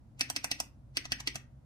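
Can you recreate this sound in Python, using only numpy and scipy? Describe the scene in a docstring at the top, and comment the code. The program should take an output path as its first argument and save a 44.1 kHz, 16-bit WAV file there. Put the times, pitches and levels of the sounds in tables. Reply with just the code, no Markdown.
"""At a desk in a small room, a finger taps the spacebar of a mechanical keyboard three times toward its
left end, then three times at its right end. Each press slides down with friction and clacks on the plate;
each release knocks the bar against its top stop. The impacts excite damped modes of bar and case,
the desk and the room reflect the sound, and a low hum lies underneath."""
import sys
import numpy as np
from scipy import signal
from scipy.fft import rfft, irfft
from scipy.io import wavfile

SR = 44100
rng = np.random.default_rng(int(sys.argv[2]) if len(sys.argv) > 2 else 0)


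def unload_audio(sound):
    """Save the sound as a 16-bit wav file, at the path given as the first command line argument."""
    columns = np.transpose(np.atleast_2d(sound))
    # keep every value between -1 and 1, then stretch to whole-number steps
    steps = np.round(np.clip(columns, -1, 1) * 32767)
    wavfile.write(sys.argv[1], SR, steps.astype(np.int16))


N = 72765

# Rumble and hiss: f/Hz, relative spectral level/dB
AIR_SPECTRUM = [(12, -68), (20, -31), (43, -11.5), (65, -3), (81, -11), (130, -2.5), (163, -20.5),
                (198, -14), (347, -24), (377, -35), (558, -28), (849, -33), (949, -34.5), (1090, -37.5),
                (2750, -50.5), (9670, -55.5), (16000, -64.5)]
# Hum bands: f/Hz, level/dB, width/Hz
HUM_BANDS = [(56, -63.5, 2.3), (130.9, -64, 2.3), (233.4, -75.5, 2.7)]
# Diffuse field: f/Hz, left-right correlation
COHERENCE = [(50, 0.94), (250, 0.74), (700, 0.32), (1500, 0.057), (7000, 0.14), (10500, .9)]
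# Finger brushing the bar: t/s, relative level/dB
TOUCHES = [(.1945, 6), (0.956, -13), (1.346, -3)]
# Stem friction: f/Hz, level/dB
SLIDE_TONE = [(200, -8.5), (1000, -3), (2500, 2.5), (5500, -1), (7500, -6), (14000, -25)]
# Bar hitting the plate: t/s, level/dB, thock/dB, clack/dB, treble/dB, place (0 left, 1 right)
PRESSES = [(0.2094, 2.5, -0.5, -1, -2, 0.11), (0.3631, -0.5, 1.5, -3, -2, 0.35),
           (0.5144, 0.5, -1, 0, -2.5, 0.081), (0.9705, 0, 5.5, 1, 4.5, 0.95),
           (1.1203, 0, 3.5, 2.5, 2.5, 0.92), (1.2741, -1, 7, 1, 3, 0.94)]
# Bar hitting its top stop: columns as in PRESSES, then the other end's delay/s, relative level/dB
RELEASES = [(0.301, -5.5, -0.5, -4, 1, 0.29, 0.00072, -7.5), (.4437, -1.5, -5.5, -4, -5.5, 0.19, .0008, -9),
            (.6016, 0.5, -1.5, -8.5, -3.5, 0.43, .0009, -5.5), (1.0546, -7, 1, -3, -8, 1, .0019, -15),
            (1.203, -12, 1, 0, -2, 1, .0017, 2.5), (1.3567, -7, 8.5, 3, 1, 0.84, .0014, -3)]
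# Contact spectra: f/Hz, left-end level/dB, right-end level/dB
PRESS_TONE = [(60, -18, -14.5), (201, -11, -6.5), (402, -14.5, -13), (1170, -15, -14.5), (1550, -6, -4),
              (2540, 5, 1.5), (3300, -1.5, 3.5), (5200, -1, -13.5), (7880, -4, -9), (8800, 5.5, -5),
              (10600, -15, -25.5), (13600, -10, -17.5), (16450, -26, -31)]
RELEASE_TONE = [(59.7, -40.5, -23.5), (250, -42, -14.5), (450, -27, -24), (975, -20, -3), (1500, 3.5, -12),
                (2600, 6, -4.5), (3800, -9, -7.5), (4900, -0.5, -4), (7400, 4.5, -3.5), (10000, -0.5, -15),
                (14500, -4, -19), (16000, -32, -56.5)]
# Bar and case: f/Hz, T60/s, level/dB for left press, right press, left release, right release
MODES = [(216.3, 0.038, -69.5, -47.5, -53, -40.5), (274.9, 0.056, -37, -46.5, -36.5, -55.5),
         (777.6, 0.014, -33, -49, -24.5, -35), (899, 0.013, -43.5, -43, -21.5, -46.5),
         (1228, 0.049, -50, -50, -65.5, -43.5), (1908, 0.021, -27, -29, -24.5, -35),
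         (1965, 0.25, -70.5, -53.5, -60.5, -63), (2634, 0.084, -36.5, -56, -69.5, -66.5),
         (2690, .05, -43.5, -47.5, -58, -66.5), (3036, 0.0082, -40, -37.5, -46.5, -43),
         (4503, .018, -32, -24, -56.5, -46.5), (4774, 0.0096, -37.5, -23.5, -24, -53),
         (5077, 0.0098, -18, -18, -34.5, -46), (5815, 0.075, -30, -33.5, -31.5, -35.5),
         (6302, 0.038, -33.5, -35.5, -49.5, -38), (8530, 0.01, -35, -29.5, -13, -29)]
# Nearby surfaces: left delay/s, right delay/s, left level/dB, right level/dB
ECHOES = [(.0016, .0014, -27.5, -7.5), (.0057, .0059, -41, -21.5), (.0074, .0078, -24, -10.5),
          (.0268, .0271, -27, -27.5)]
# Desk clutter: f/Hz, level/dB
SCATTER_TONE = [(200, -0.5), (400, -3), (700, -6.5), (2200, 0), (3600, -2.5), (5000, -6.5), (9000, -8),
                (15000, -2.5)]
# Reverberation: f/Hz, level/dB, T60/s
ROOM_BANDS = [(149, -10, .4), (320.6, -8, 0.47), (710, -8, 0.13), (1288, -13.5, 0.4), (2283, -5.5, 0.24),
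              (4700, -14, 0.22), (8900, -14, 0.17), (15000, -13, 0.21)]
# Channel balance: f/Hz, left minus right level/dB
BALANCE = [(200, 2.5), (800, 2.4), (1800, 1.5), (2800, 5), (4200, -3.5), (5200, -6), (6200, -6.5),
           (8000, -1.5), (14000, -1)]
# Microphone ports: f/Hz, phase lead of the left/rad
PORT_PHASE = [(0, 0), (800, .7), (1700, 3.2), (2800, 2.9), (4200, 5.8), (5800, 7.6), (6500, 7.5),
              (7600, 10.6), (8500, 10), (9100, 8.4), (10000, 6.9), (11400, 3.6), (12300, 2.7), (13000, 1),
              (15000, -2.7)]

SIZE = 16384  # samples in one impact or impulse response
T, HZ = np.arange(SIZE) / SR, np.fft.rfftfreq(SIZE, 1 / SR)
SLIDE_SAMPLES = SIZE // 8


def amp(db):
    """A level in decibels is twenty times the logarithm of an amplitude ratio."""
    return 10 ** (np.asarray(db) / 20)


def unit(x):
    """Normalisation to unit energy."""
    return x / np.sqrt(np.sum(x ** 2, -1, keepdims=True) + 1e-20)


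def read(points, hz, column=1):
    """Interpolation of a table column along log frequency."""
    table = np.transpose(points)
    return np.interp(np.log(hz + 1), np.log(table[0] + 1), table[column])


def add(mix, start_s, sound):
    """Superposition: a sound adds linearly to the mix."""
    part = mix[..., round(start_s * SR):][..., :sound.shape[-1]]
    part += sound[..., :part.shape[-1]]


def colour(x, db):
    """Minimum-phase filtering: the phase is the Hilbert transform of the log gain, negated."""
    log_gain = np.log(amp(np.r_[db, db[-2:0:-1]]))
    taps = np.fft.ifft(np.exp(np.conj(signal.hilbert(log_gain)))).real[:SIZE // 8]
    return signal.fftconvolve(x, taps)[:len(x)]


def whiten(x):
    """Whitening evens the magnitude spectrum and keeps the phase."""
    spectrum = rfft(x)
    return irfft(spectrum / (abs(spectrum) + 1e-12))


def diffuse(size):
    """A diffuse field is partly coherent at two microphone ports."""
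    left, independent = rfft(rng.standard_normal((2, size)))
    coherence = np.clip(read(COHERENCE, np.fft.rfftfreq(size, 1 / SR)), -1, 1)
    right = coherence * left + np.sqrt(1 - coherence ** 2) * independent
    return irfft(np.array([left, right]), size)


def background(air_db=-56):
    """Broadband noise gives rumble and hiss; beating within narrow bands makes the hum waver."""
    hz = np.fft.rfftfreq(N, 1 / SR)
    air = irfft(rfft(diffuse(N)) * amp(read(AIR_SPECTRUM, hz)), N)
    phasors = np.exp(2j * np.pi * rng.random(len(hz)))
    hum = sum(amp(db) * unit(irfft(phasors / (1 + (2 * (hz - centre) / width) ** 2), N))
              for centre, db, width in HUM_BANDS)
    return (amp(air_db) * unit(air) + hum) * np.sqrt(N)


def burst(decay_s):
    """Irregular contact gives broadband noise that decays exponentially."""
    envelope = np.exp(-T / decay_s)
    noise = envelope * rng.standard_normal(SIZE)
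    for _ in range(2):
        noise = whiten(noise) * np.sqrt(envelope)
    return unit(noise)


def touch(gain_db=-27.5):
    """Friction of the fingertip on the bar makes a faint, brief brush."""
    return amp(gain_db) * colour(burst(decay_s=0.0029), read(RELEASE_TONE, HZ))


def slide():
    """Sliding friction of the stem swells until it meets its stop."""
    friction = unit(np.exp(-T / 0.0073) * rng.standard_normal(SIZE))
    swell = friction[:SLIDE_SAMPLES][::-1]
    return colour(swell, read(SLIDE_TONE, HZ))


def between(left, right, place):
    """Excitation depends on the point of impact, interpolated between the bar's ends."""
    return left + np.clip(place, 0, 1) * (right - left)


def contact(tone, place, tick_db=-5.5):
    """A short impact has a broad spectrum: a tick and a millisecond of plastic chatter."""
    impact = amp(tick_db) * (T == 0) + burst(decay_s=0.00066)
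    power = abs(rfft(impact)) ** 2
    flat = unit(colour(impact, -10 * np.log10(power + .004 * power.mean())))
    return colour(flat, between(read(tone, HZ), read(tone, HZ, column=2), place))


def ring(left_db, right_db, place, build_s=0.0003):
    """Free vibration of bar and case is a sum of damped normal modes."""
    modes = sum(amp(db - 60 * T / t60) * np.sin(2 * np.pi * hz * T)
                for (hz, t60, *_), db in zip(MODES, between(left_db, right_db, place)))
    return modes * (1 - np.exp(-T / build_s))


def timbre(hit, thock_db, clack_db, treble_db, thock_hz=1060, clack_hz=2130, treble_hz=6750):
    """The spectral envelope sets a stroke's timbre: low shelf, middle bell, high shelf."""
    thock = thock_db / (1 + (HZ / thock_hz) ** 4)
    clack = clack_db * np.exp(-2 * np.log2((HZ + 1) / clack_hz) ** 2)
    treble = treble_db * (1 - 1 / (1 + (HZ / treble_hz) ** 6))
    return colour(hit, thock + clack + treble)


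def strokes(press_slide_db=-15.5, release_slide_db=-17):
    """Friction leads to impact as the bar falls or springs back; yields (start/s, sound)."""
    slide_s = SLIDE_SAMPLES / SR
    _, _, down_left, down_right, up_left, up_right = np.transpose(MODES)
    for t, db, *band_db, place in PRESSES:
        hit = contact(PRESS_TONE, place) + ring(down_left, down_right, place)
        yield t - slide_s, amp(db) * np.r_[amp(press_slide_db) * slide(), timbre(hit, *band_db)]
    for t, db, *band_db, place, late_s, late_db in RELEASES:
        hit = contact(RELEASE_TONE, place) + ring(up_left, up_right, place)
        add(hit, late_s, amp(late_db) * contact(RELEASE_TONE, place))  # the other end lands
        yield t - slide_s, np.r_[amp(release_slide_db) * slide(), amp(db) * timbre(hit, *band_db)]


def desk_scatter(t60=0.051, onset_s=0.0021):
    """Scattering from things on the desk gives dense early reflections."""
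    rise = np.clip(T / onset_s - .5, 0, 1)
    scatter = diffuse(SIZE) * amp(-60 * T / t60) * rise
    for _ in range(3):
        scatter = whiten(scatter) * amp(-20 * T / t60) * rise
    return unit(scatter)


def room_tail(onset_s=0.0079):
    """Reverberation decays exponentially, at its own rate in each band."""
    hz, t, spectra = signal.stft(diffuse(SIZE), SR, nperseg=256)
    decay = amp(-60 * t / read(ROOM_BANDS, hz, column=2)[:, None])
    tail = signal.istft(spectra * decay, SR, nperseg=256)[1][:, :SIZE]
    return unit(tail * np.clip(T / onset_s - .5, 0, 1))


def propagate(sound, scatter, echo_cutoff_hz=3500):
    """Convolution with the sum of all paths: direct sound, echoes, scatter and reverberation."""
    direct, tail = T == 0, room_tail()
    channels = []
    for side in range(2):
        echoes = np.zeros(SIZE)
        for row in ECHOES:
            echoes[round(row[side] * SR)] += amp(row[2 + side])
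        echoes = colour(echoes, -10 * np.log10(1 + (HZ / echo_cutoff_hz) ** 4))
        desk = colour(scatter[side], read(SCATTER_TONE, HZ))
        room = colour(tail[side], read(ROOM_BANDS, HZ))
        response = colour(direct + echoes + desk + room, (.5 - side) * read(BALANCE, HZ))
        channels.append(signal.fftconvolve(sound, response))
    return np.array(channels)


def scene():
    """Touches, strokes and their reflections superpose on the background."""
    mix, scatter = background(), desk_scatter()
    for t, db in TOUCHES:
        add(mix, t, propagate(amp(db) * touch(), scatter))
    for t, sound in strokes():
        add(mix, t, propagate(sound, scatter))
    return mix


def record(dry, cutoff_hz=16600):
    """A phase difference separates the microphone ports; a low-pass limits the bandwidth."""
    phase = np.interp(np.fft.rfftfreq(N, 1 / SR), *np.transpose(PORT_PHASE))
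    right = irfft(rfft(dry[1]) * np.exp(-1j * phase), N)
    lowpass = signal.firwin(511, cutoff_hz, window=("kaiser", 9), fs=SR)
    return signal.oaconvolve(np.array([dry[0], right]), lowpass[None], "same")


dry = scene()
out = record(dry)
unload_audio(out)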